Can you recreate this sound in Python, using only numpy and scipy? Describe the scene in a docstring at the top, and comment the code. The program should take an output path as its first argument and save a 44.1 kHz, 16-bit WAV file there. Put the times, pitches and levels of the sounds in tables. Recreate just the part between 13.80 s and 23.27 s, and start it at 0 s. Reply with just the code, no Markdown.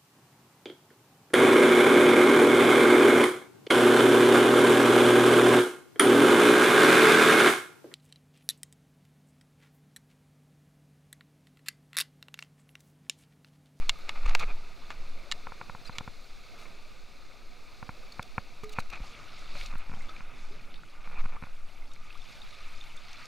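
"""Sea water washes against shore rocks, then gives way to water that laps and fizzes close by in the open.
It is heard inside a body-worn waterproof camera case, whose resonances colour filtered noise and bubbles.
The case clicks, knocks, creaks and scrapes as its wearer moves and handles a rustling wicker basket: struck
modes and stick-slip noise. Decaying sines make its soft bumps and the single twang of something taut."""
import sys
import numpy as np
from scipy import signal
from scipy.fft import rfft, irfft, next_fast_len
from scipy.io import wavfile
from scipy.ndimage import uniform_filter1d

SR = 44100
rng = np.random.default_rng(int(sys.argv[2]) if len(sys.argv) > 2 else 0)


def unload_audio(sound):
    """Save the sound as a 16-bit wav file, at the path given as the first command line argument."""
    columns = np.transpose(np.atleast_2d(sound))
    # keep every value between -1 and 1, then stretch to whole-number steps
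    steps = np.round(np.clip(columns, -1, 1) * 32767)
    wavfile.write(sys.argv[1], SR, steps.astype(np.int16))


N = 417627
TIME = np.arange(N) / SR  # s
FREQ = np.maximum(np.fft.rfftfreq(N, 1 / SR), 1)  # Hz
HIT_SIZE = 4096  # samples in one short impact
HIT_FREQ = np.maximum(np.fft.rfftfreq(HIT_SIZE, 1 / SR), 1)  # Hz
HIT_TIME = np.arange(HIT_SIZE) / SR  # s


def undb(db):
    """Amplitude ratio: 20 dB is a factor of ten."""
    return 10 ** (np.asarray(db) / 20)


def unit(x):
    """Root-mean-square normalisation to 1."""
    return x / np.sqrt(np.mean(x ** 2) + 1e-20)


def colour(points, f):
    """Spectral envelope: gain at frequencies f, interpolated in dB over log frequency."""
    hz, db = np.transpose(points)
    return undb(np.interp(np.log(f), np.log(hz), db))


# Resonances at which the case passes air-borne sound differently.
# Each row: centre in Hz, full width at half the lift in Hz, lift in dB.
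CASE_LIFT = [(720, 48, 2), (1234, 163, 8.5), (1450, 177, 4), (2166, 366, 5.5), (2517, 540, 9),
             (3140, 220, -1.5), (3560, 91, 4.5), (4184, 1650, 10), (6360, 1400, 3)]


def case_gain(f):
    """Transmission resonance: bell-shaped changes that the closed case gives to sound from outside."""
    lift_db = sum(db * .5 ** ((2 * (f - hz) / width) ** 2) for hz, width, db in CASE_LIFT)
    return undb(lift_db)


def ring(modes, f, polarity):
    """Modal superposition: complex response of damped modes, each next one scaled by polarity once more."""
    response = 0
    for k, (hz, width, db) in enumerate(modes):
        detuning = (f * f - hz * hz) / (f * width)
        response = response + polarity ** k * undb(db) / (1 + 1j * detuning)
    return response


def walk(rate):
    """Slow random modulation: levels drawn rate times a second and slewed, with rms 1."""
    k = int(SR / rate)
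    held = np.repeat(rng.standard_normal(N // k + 1), k)
    return unit(uniform_filter1d(held, k)[:N])


def add(out, s, sound):
    """Linear superposition of a sound at time s."""
    i = int(np.clip(s * SR, 0, N - 1))
    out[i:i + len(sound)] += sound[:N - i]


def swell(s, length):
    """Asymmetric Gaussian envelope: a quick rise to a crest at time s and a slower ebb."""
    rise = 0.36  # share of the length, which is taken between the 1/e amplitude points
    width = length * np.where(TIME < s, rise, 1 - rise)
    return np.exp(-((TIME - s) / width) ** 2)


def swells(table):
    """Power addition of overlapping (crest s, length s, dB, ...) swells, one curve for each level column."""
    return sum(np.outer(undb(levels), swell(s, length)) ** 2 for s, length, *levels in table)


def over(rest_db, power):
    """Power addition: level in dB of a swelling power on top of a resting level."""
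    return 10 * np.log10(undb(rest_db) ** 2 + power)


def bubble(hz, cycles, glide):
    """Bubble resonance: trapped air decays by 1/e in the given cycles while its pitch rises."""
    age = np.arange(int(5 * cycles * SR / hz) + 2) * hz / (SR * cycles)  # in decay times
    return np.exp(-age) * np.sin(2 * np.pi * cycles * age * (1 + glide * age))


def bubbles(low_hz, high_hz, cycles, spread_db, count):
    """Statistical superposition of a bubble cloud: many faint, a few strong."""
    out = np.zeros(N)
    for when, pitch, size, life in rng.random((count, 4)):
        hz = low_hz * (high_hz / low_hz) ** pitch
        # strengths in dB are spread exponentially, up to a ceiling
        rank = min(-np.log(size), 3)
        # low-pitched bubbles ring longer, so they start more gently
        strength = undb(spread_db * rank) * np.sqrt(hz / high_hz)
        add(out, when * TIME[-1], strength * bubble(hz, cycles * (.5 + life), 0.0094))
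    return unit(out)


def water(source, points, layers, flicker_db):
    """Subband modulation of churning water in the case: (low Hz, high Hz, level curve) layers surge apart."""
    size = next_fast_len(N)
    f = np.maximum(np.fft.rfftfreq(size, 1 / SR), 1)
    sound = rfft(source, size) * colour(points, f) * case_gain(f)
    centres = [np.log2(lo * hi) / 2 for lo, hi, _ in layers]
    surges = []
    for lo, hi, db in layers:
        layer_rms = np.std(irfft(sound * (f > lo) * (f < hi), size))
        surges.append(db - 20 * np.log10(layer_rms))
    surges = np.array(surges)
    out, step = 0, .75  # octaves between overlapping bands
    for octave in np.arange(5.25, 14.5, step):
        window = np.maximum(1 - abs(np.log2(f) - octave) / step, 0)
        band = irfft(sound * window, size)[:N]
        # each band follows its nearest layers and flickers a little on its own
        shares = np.array([np.interp(octave, centres, layer) for layer in np.eye(len(layers))])
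        out = out + band * undb(shares @ surges + flicker_db * walk(22))
    return out


# Spectrum of the wash. Each row: frequency in Hz, relative density in dB per Hz.
SHORE_COLOUR = [(40, 9.5), (130, 4.5), (450, 2), (800, -1.5), (1700, -5.5), (3100, -9.5), (5500, -11),
                (9000, -18), (15000, -23.5)]
# Swells of the wash at the rocks, and at 0.55 s cloth rubbing over the case, before the final gain.
# Each row: crest in seconds, length in seconds, flow level in dB, hiss level in dB.
SHORE_SWELLS = [(0.05, 2, -58.5, -61.5), (0.55, 0.5, -55.5, -67), (1.4, 1.7, -56.5, -65),
                (2.2, 2.1, -92.5, -62.5), (2.8, 0.36, -55, -67), (4.22, 1.3, -61, -62)]


def shore():
    """Turbulent noise and bubble resonance: a smooth wash at the rocks with a little gurgle, and one cloth rub."""
    flow, foam = swells(SHORE_SWELLS)
    gurgle = undb(-11.5) * bubbles(503.6, 9780, 6.2, 3.8, count=5000)
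    source = rng.standard_normal(N) + gurgle
    # resting levels in dB keep the wash going between swells
    layers = [(600, 2600, over(-58, flow)), (3200, 8000, over(-61.5, foam))]
    return undb(-1.04) * water(source, SHORE_COLOUR, layers, flicker_db=0.33)


# The wearer shifts: the case sways and cloth drags over it.
# Each row: peak in seconds, length in seconds, sway level in dB, rub level in dB.
MOVES = [(0.03, 0.16, -22, -54.5), (0.36, 0.36, -29.5, -50), (0.49, 0.21, -17, -46), (0.68, 0.11, -19, -55),
         (1.25, 0.57, -31, -76), (2.15, 0.17, -33.5, -56.5), (4.95, 0.4, -34, -57), (5.92, 0.85, -29, -55),
         (6.7, 0.43, -34.5, -77), (7.35, 0.48, -31, -52), (7.85, 0.95, -34, -89), (8.95, 0.43, -34.5, -60)]
# Spectrum of the sway. Each row: frequency in Hz, relative density in dB per Hz.
SWAY_COLOUR = [(3, 5.5), (7, 16), (11, 18), (20, -5), (30, -9.5), (40, -31), (50, -20), (90, -44),
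               (200, -81)]


def sway():
    """Quasi-static pressure change: very deep swings as the case moves with the body."""
    swing = irfft(rfft(rng.standard_normal(N)) * colour(SWAY_COLOUR, FREQ), N)
    # the swings are evened out, so the strength of the movement alone sets their size
    power = uniform_filter1d(uniform_filter1d(swing ** 2, SR // 6), SR // 6)
    push, _ = swells(MOVES)
    still_db = -44.5  # sway while standing still
    return undb(over(still_db, push)) * swing / np.sqrt(power)


# Spectrum of friction on the case. Each row: frequency in Hz, gain in dB.
RUB_COLOUR = [(80, 0), (400, -10), (900, 1.5), (1800, 1.5), (2500, 0), (3200, -6), (5000, -10.5),
              (7000, -10.5), (14000, -26.5)]


def rubbing(grain_db, tilt_db, catch_db):
    """Stick-slip friction: cloth grips and slips while the wearer moves, catching unevenly."""
    _, drag = swells(MOVES)
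    grip_db = grain_db * np.tanh(walk(400)) + catch_db * np.tanh(walk(60))
    slips = rng.standard_normal(N) * undb(grip_db)
    tilt = undb(tilt_db * np.log2(np.maximum(FREQ, 500) / 2000))  # dB per octave
    body = case_gain(FREQ) * colour(RUB_COLOUR, FREQ) * tilt
    return np.sqrt(drag) * unit(irfft(rfft(slips) * body, N))


# Modes of the shell when tapped directly; the 3000 Hz wide one is the crack of the contact.
# Each row: frequency in Hz, width in Hz, level in dB before tilt or thud.
SHELL_MODES = [(138, 60, -16.5), (720, 470, -14), (1270, 300, -2), (1775, 114, 1), (2186, 94, 1.5),
               (2810, 110, 5), (3385, 78, 2), (3940, 280, 4), (3930, 3000, -5), (5460, 230, -38),
               (6960, 460, -11.5)]
# Sharp clicks on the shell. Each row: start in seconds, rms level of the first 10 ms in dB,
# tilt in dB per octave about 2 kHz, thud gain below 300 Hz in dB, damping as a factor on mode width.
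CLICKS = [(0.0942, -22.5, 5, 1.5, 1.12), (0.2926, -32, -3, -9, 1.4), (0.5504, -24, -4.5, -17, 4),
          (1.1042, -39.5, -6.5, 12, 1.4), (1.5147, -31, 6, -17, 0.72), (1.5217, -30.5, 4.5, -14, 0.9),
          (2.184, -35.5, 8, 14, 1.6)]


def clicks(rattle_s, rattle_db, hard_hz):
    """Impulse excitation of modes: hard taps ring the shell, with milliseconds of rattle after contact."""
    out = np.zeros(N)
    contact = signal.butter(4, hard_hz, fs=SR, output="sos")
    noises = rng.standard_normal((len(CLICKS), HIT_SIZE))
    for (s, db, tilt_db, thud_db, damping), noise in zip(CLICKS, noises):
        push = (HIT_TIME == 0) + undb(rattle_db) * noise * np.exp(-HIT_TIME / rattle_s)
        # a harder contact favours the high modes; a heavier one adds the thud of the mount;
        # a lingering one damps the ring
        modes = []
        for hz, width, mode_db in SHELL_MODES:
            change_db = thud_db if hz < 300 else tilt_db * np.log2(hz / 2000)
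            modes.append((hz, width * damping, mode_db + change_db))
        tap = irfft(rfft(push) * ring(modes, HIT_FREQ, -0.95))  # neighbours swing oppositely
        tap = signal.sosfilt(contact, tap) + undb(-16.0) * tap
        add(out, s, undb(db) * tap / np.std(tap[:SR // 100]))
    return out


# Modes of the case when knocked through its mount.
# Each row: frequency in Hz, width in Hz, level in dB before thud.
MOUNT_MODES = [(108, 99, 0), (204, 46, -10), (525, 106, -8), (749, 78, -7), (942, 206, -4), (1074, 146, -6),
               (1368, 160, -1), (1741, 151, -10), (2291, 366, -1)]
# Between its modes the mount stands still, which makes a knock hollow.
# Each row: frequency in Hz, width in Hz.
MOUNT_DIPS = [(367, 180), (658, 133), (1216, 98), (1645, 66)]
# Hollow knocks of the mount. Each row: start in seconds, peak level in dB,
# thud gain below 300 Hz in dB, dullness as the dB lost at 2 kHz.
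KNOCKS = [(0.2922, -32, -20, 15), (0.5502, -17, -19, 12), (1.6697, -26.5, -10.0, 10.0),
          (1.7204, -31, -10, 13.0), (1.8131, -26.5, -7, 8.5), (1.8965, -28, -2.5, 10),
          (1.9491, -30.5, -4.0, 16), (2.013, -39, 9.0, 6.0), (2.0949, -27.5, 0.0, 12.0),
          (2.1842, -24, 8, -4), (2.2078, -29, 0.5, 23), (2.2768, -27, 2.5, 11), (4.0272, -27, 1, 10.0),
          (4.0916, -24.5, 1.5, 10.5), (4.3944, -20.0, -1, 8.5), (4.5804, -15, 0.0, 7.0),
          (4.8342, -33, 8, 8), (4.9858, -14.5, -1.5, 8.0), (5.2029, -34, 19, 5), (5.7533, -31.5, 0, 2),
          (5.937, -33, 6, 8), (5.9548, -30.5, 6.0, 9), (6.0956, -32, 11, 5.0), (6.1163, -31.5, 8.0, 6),
          (6.1286, -37, 8, 4), (6.1376, -30, 7, 6), (6.171, -36.5, 11, 9.0), (6.406, -31, 3, 2),
          (7.4409, -33.5, 6, 7), (7.4565, -29, 6.5, 8), (7.6243, -29, 8, 7), (7.6367, -28, 6.5, 3.5),
          (7.6685, -37.5, 1, 12)]


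def knocks(jerks, soft_hz, edge_db):
    """Modal excitation with antiresonances: the mount slips in jerks, soft pushes that ring the whole case."""
    out = np.zeros(N)
    # the case flexes around 1580 Hz: an all-pass spreads the first spike of a knock
    flex = 1 - (HIT_FREQ / 1580) ** 2 + 1j * HIT_FREQ / 1580
    dips = [1 - .92 * ring([(hz, width, 0)], HIT_FREQ, 1) for hz, width in MOUNT_DIPS]
    hollow = np.prod(dips, axis=0)
    soft = signal.butter(10, soft_hz, fs=SR, output="sos")
    dulling = np.minimum(HIT_FREQ / 2000, 1.5) ** 2
    chances = rng.standard_normal((len(jerks), len(MOUNT_MODES)))
    for (s, db, thud_db, dull_db), chance in zip(jerks, chances):
        modes = []
        for (hz, width, mode_db), c in zip(MOUNT_MODES, chance):
            modes.append((hz * (1 + 0.0058 * c), width, mode_db + (hz < 300) * thud_db))
        blow = irfft(ring(modes, HIT_FREQ, 0.99) * hollow)
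        blow = signal.sosfilt(soft, blow) + undb(edge_db) * blow
        blow = irfft(rfft(blow) * undb(-dull_db * dulling) * flex.conj() / flex)[:HIT_SIZE // 2]
        add(out, s, undb(db) * blow / abs(blow).max())
    return out


def pluck(s, modes, attack_s):
    """Free decay of (Hz, t60 s, dB) modes after one blow; a softer blow builds more slowly."""
    out, t = np.zeros(N), np.arange(SR // 2) / SR
    tone = 0
    for hz, t60, db in modes:
        tone = tone + undb(db) * np.exp(-np.log(1000) * t / t60) * np.sin(2 * np.pi * hz * t)
    add(out, s, (1 - np.exp(-t / attack_s)) * tone)
    return out


# Soft bumps of the body against the case. Each row: start in seconds,
# level in dB before attack and decay, frequency in Hz, 60 dB decay time in seconds.
BUMPS = [(0.456, -5, 18.8, 0.26), (0.653, -18.5, 12.5, 0.71), (5.213, -5.5, 22, 0.046),
         (7.385, -14, 11.3, 0.51)]


def bumps():
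    """Damped low-frequency oscillation: each soft bump is one decaying, very deep sine."""
    return sum(pluck(s, [(hz, t60, db)], attack_s=0.017) for s, db, hz, t60 in BUMPS)


# A hand or sleeve scrapes the case, and the wicker basket rustles brightly from 4.3 to 4.95 s.
# Each row: start in seconds, length in seconds, rub level in dB before the stroke envelope,
# tilt in dB per octave about 2 kHz, squeak in dB relative to the rub, squeak's starting pitch in Hz.
SCRAPES = [(0.4565, 0.013, -37.5, -2.5, -5, 1266), (0.475, 0.016, -40, -3, -9, 2250),
           (0.493, 0.0051, -35, 0.5, -14, 2250), (0.5907, .014, -38, 2.5, -7, 2400),
           (.596, 0.04, -36, -4, -7, 2480), (0.628, 0.016, -31.5, -7, -5, 2380),
           (0.67, 0.058, -46, -6.5, -4.5, 2560), (1.102, 0.028, -44, -2, -20, 2420),
           (2.048, 0.025, -48.5, 1.5, -5, 4290), (2.062, 0.027, -51, 2, -2, 4970),
           (2.123, .022, -52.5, 0, -2, 4320), (2.151, 0.022, -49, 0.5, -5, 2300),
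           (2.776, 0.077, -54.5, 4, -25, 2400), (2.853, .009, -48, -7, -6, 1300),
           (4.32, .008, -51.5, 6, 2.5, 4630), (4.425, 0.0074, -44.5, 7.5, -3, 3700),
           (4.833, 0.016, -47, 3.5, -25, 2400), (4.891, 0.007, -52, 7, 0, 4100),
           (4.917, 0.027, -51.5, 6, -6, 3050), (4.955, 0.033, -48, -4, -2, 2580),
           (4.985, 0.025, -44.5, 5, -9, 4250), (5.099, 0.0077, -47, 4, -3, 2850),
           (5.107, 0.079, -46, -3.5, -3, 2580), (5.129, 0.0086, -40, -3.5, -3, 2530),
           (6.108, 0.057, -57, -14, -2, 2560), (7.348, 0.05, -51, -8, -1.5, 2565)]


def scrapes(grain_db):
    """Stick-slip friction: dense slips of a hand, sleeve or wicker, with a hoarse squeak that sinks."""
    out, size = np.zeros(N), 2 * HIT_SIZE
    f = np.maximum(np.fft.rfftfreq(size, 1 / SR), 1)
    body = case_gain(f) * colour(RUB_COLOUR, f)
    squeak_width_hz, squeak_fall = 290, 0.082  # pitch sinks by this share as the stroke slows
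    noises = rng.standard_normal((len(SCRAPES), 3, size))
    for (s, length, db, tilt_db, squeak_db, squeak_hz), (noise, grip, chatter) in zip(SCRAPES, noises):
        progress = np.clip(np.arange(size) / SR / length, 0, 1)
        slips = noise * undb(grain_db * np.tanh(unit(uniform_filter1d(grip, size=50))))
        tilt = undb(tilt_db * np.log2(np.maximum(f, 500) / 2000))
        rub = unit(irfft(rfft(slips) * body * tilt))
        waver = irfft(rfft(chatter) * .5 ** ((2 * f / squeak_width_hz) ** 2))
        phase = 2 * np.pi * np.cumsum(squeak_hz * (1 - squeak_fall * progress)) / SR
        squeak = unit(waver * np.sin(phase))
        stroke = np.sqrt(np.sin(np.pi * progress) + 1e-15)
        add(out, s, undb(db) * (rub + undb(squeak_db) * squeak) * stroke)
    return out


# Something taut, plucked as the basket is handled.
# Each row: frequency in Hz, 60 dB decay time in seconds, level in dB before attack and decay.
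TWANG = [(427, .32, -38.5), (1225, .09, -42)]


def twang():
    """Free vibration after a pluck: two decaying partials, the higher one dying sooner."""
    return pluck(4.835, TWANG, attack_s=0.00029)


# Spectrum of the open water. Each row: frequency in Hz, relative density in dB per Hz.
OPEN_COLOUR = [(40, 3.5), (130, 2.5), (450, -4.5), (800, -5.5), (1700, -5.5), (3100, -5.5), (5500, -9),
               (9000, -18.5), (15000, -28)]
# Wavelets lapping in open water, before its final gain. Each row: crest in seconds,
# length in seconds, flow level in dB, foam hiss level in dB, deep slosh level in dB.
LAPS = [(5.35, 1, -56, -62, -66.5), (5.65, .3, -65, -63.5, -74), (5.795, 0.15, -54.5, -54, -72),
        (6.25, 0.52, -56.5, -67, -65.5), (6.68, 0.73, -62, -70, -66.5), (8.52, 0.58, -58, -61.5, -75),
        (8.92, 1, -59.5, -63.5, -80), (9.45, 0.6, -56, -61, -78)]


def open_water():
    """Turbulent noise and bubble resonance: wavelets lap close by with slosh, gurgle, fizz and fine spray."""
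    flow, foam, slosh = swells(LAPS)
    spray = foam * undb(-14) ** 2  # fine spray thrown up by the foam
    gurgle = undb(-12.5) * bubbles(547.6, 2610, 6.5, 2.4, count=3000)
    fizz = undb(-6.5) * bubbles(2730, 15000, 7.4, 4.2, count=10000)
    # resting levels in dB keep the water going between laps
    layers = [(200, 600, over(-69, slosh)), (1000, 2600, over(-61, flow)),
              (3200, 6000, over(-72, foam)), (7500, 14000, over(-76.5, spray))]
    source = rng.standard_normal(N) + gurgle + fizz
    return undb(3.0) * water(source, OPEN_COLOUR, layers, flicker_db=1.5)


# The nearest drops and bubbles. Each row: start in seconds, level in dB before decay, starting pitch
# in Hz, cycles to decay by 1/e, glide as half the share by which pitch rises per decay time.
DROPS = [(5.239, -42, 680, 3, 0.18), (5.755, -43, 573, 7.6, .004), (5.81, -36.5, 2240, 11, .003),
         (5.8581, -38.5, 2550, 12, .003), (6.208, -42, 2050, 12, 0.011), (6.29, -42.5, 3540, 28, .003),
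         (6.2932, -40.5, 1270, 14, .003), (6.3649, -34.5, 2350, 4.4, .01), (6.708, -48.5, 372, 11, .08),
         (6.958, -44, 3680, 14, .003), (7.035, -38, 1390, 2.7, .01), (7.566, -38.5, 1150, 10, .035),
         (8.023, -46.5, 2110, 11, .003), (8.1165, -46.5, 3700, 16, .003), (8.162, -45, 2240, 9.5, 0.011),
         (8.3052, -38.5, 2530, 8.4, 0.018), (8.354, -44, 1100, 11, 0.1), (8.419, -44, 3560, 20, .003),
         (8.618, -38.5, 3680, 12, .003), (9.0117, -38, 3540, 15, 0.0033), (9.174, -42.5, 3560, 27, .003)]


def drops():
    """Bubble resonance: the nearest drops plink above the fizz as single decaying tones."""
    out = np.zeros(N)
    for s, db, hz, cycles, glide in DROPS:
        add(out, s, undb(db) * bubble(hz, cycles, glide))
    return out


# Flecks of spray ticking on the case. Each row: start in seconds, peak level in dB, centre in Hz.
FLECKS = [(5.812, -32, 2800), (5.861, -33, 4700), (5.9825, -43.5, 8800), (6.222, -45, 5500),
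          (6.294, -40, 3800), (6.942, -37, 2700), (8.1356, -45, 5700), (8.3272, -41, 3200),
          (8.3757, -49, 5000), (8.9732, -51, 5500), (9.039, -40, 3400), (9.166, -43, 6240),
          (9.3129, -53, 5800), (9.3306, -36.5, 4080), (9.4558, -37.5, 5000)]


def flecks():
    """Transient noise excitation: each fleck of spray bursts in a brief band-limited crackle."""
    out = np.zeros(N)
    decay_s, spread_octaves = 0.0025, 0.45
    for (s, db, hz), noise in zip(FLECKS, rng.standard_normal((len(FLECKS), HIT_SIZE))):
        band = np.exp(-.5 * (np.log2(HIT_FREQ / hz) / spread_octaves) ** 2)
        crackle = irfft(rfft(noise) * band) * np.exp(-HIT_TIME / decay_s)
        add(out, s, undb(db) * crackle / abs(crackle).max())
    return out


# Creaks of the mount in runs of small slips. Each row: start in seconds, length in seconds,
# typical peak level in dB, typical gap between slips in seconds.
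CREAKS = [(7.274, .105, -38, 0.018), (7.523, .042, -39.5, .009)]


def creaks():
    """Stick-slip motion: nearly even runs of little knocks, as (s, peak dB, thud dB, dB lost at 2 kHz)."""
    jitter, scatter_db, thud_db, dull_db = .25, 2, -3, 6
    slips = []
    for (start, length, db, gap_s), chance in zip(CREAKS, rng.standard_normal((len(CREAKS), 16, 2))):
        s = start
        for gap, size in chance:
            if s < start + length:
                slips.append((s, db + scatter_db * size, thud_db, dull_db))
            s += gap_s * np.exp(jitter * gap)
    return slips


def scene():
    """Linear superposition of water and handling sounds, alike in both ears."""
    # equal-power move from the rocks to the open water: 43 ms centred on 5.2 s
    at_sea = np.clip((TIME - 5.2) / 0.043 + .5, 0, 1)
    sea = np.sqrt(1 - at_sea) * shore() + np.sqrt(at_sea) * open_water() + drops() + flecks()
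    hits = knocks(KNOCKS + creaks(), soft_hz=2700, edge_db=-38)
    hits = hits + clicks(rattle_s=0.0031, rattle_db=-22.0, hard_hz=7700)
    friction = scrapes(grain_db=6.5) + rubbing(grain_db=5.0, tilt_db=-4.5, catch_db=6)
    return np.tile(sea + hits + friction + twang() + bumps() + sway(), (2, 1))


# Faint, mostly very deep noise. Each row: frequency in Hz, relative density in dB per Hz.
FAINT_NOISE_COLOUR = [(20, 33), (70, -11), (130, -34), (300, -31), (600, -34), (1200, -49), (4000, -64),
                      (15000, -62)]


def record(dry):
    """Uncorrelated noise and band limiting: faint deep noise drawn for left and right, then a low-pass."""
    noise = unit(irfft(rfft(rng.standard_normal((2, N))) * colour(FAINT_NOISE_COLOUR, FREQ), N))
    low_pass = signal.ellip(8, .2, 70, 15500, fs=SR, output="sos")  # cutoff in Hz
    return signal.sosfilt(low_pass, dry + undb(-47.0) * noise)


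dry = scene()
out = record(dry)
unload_audio(out)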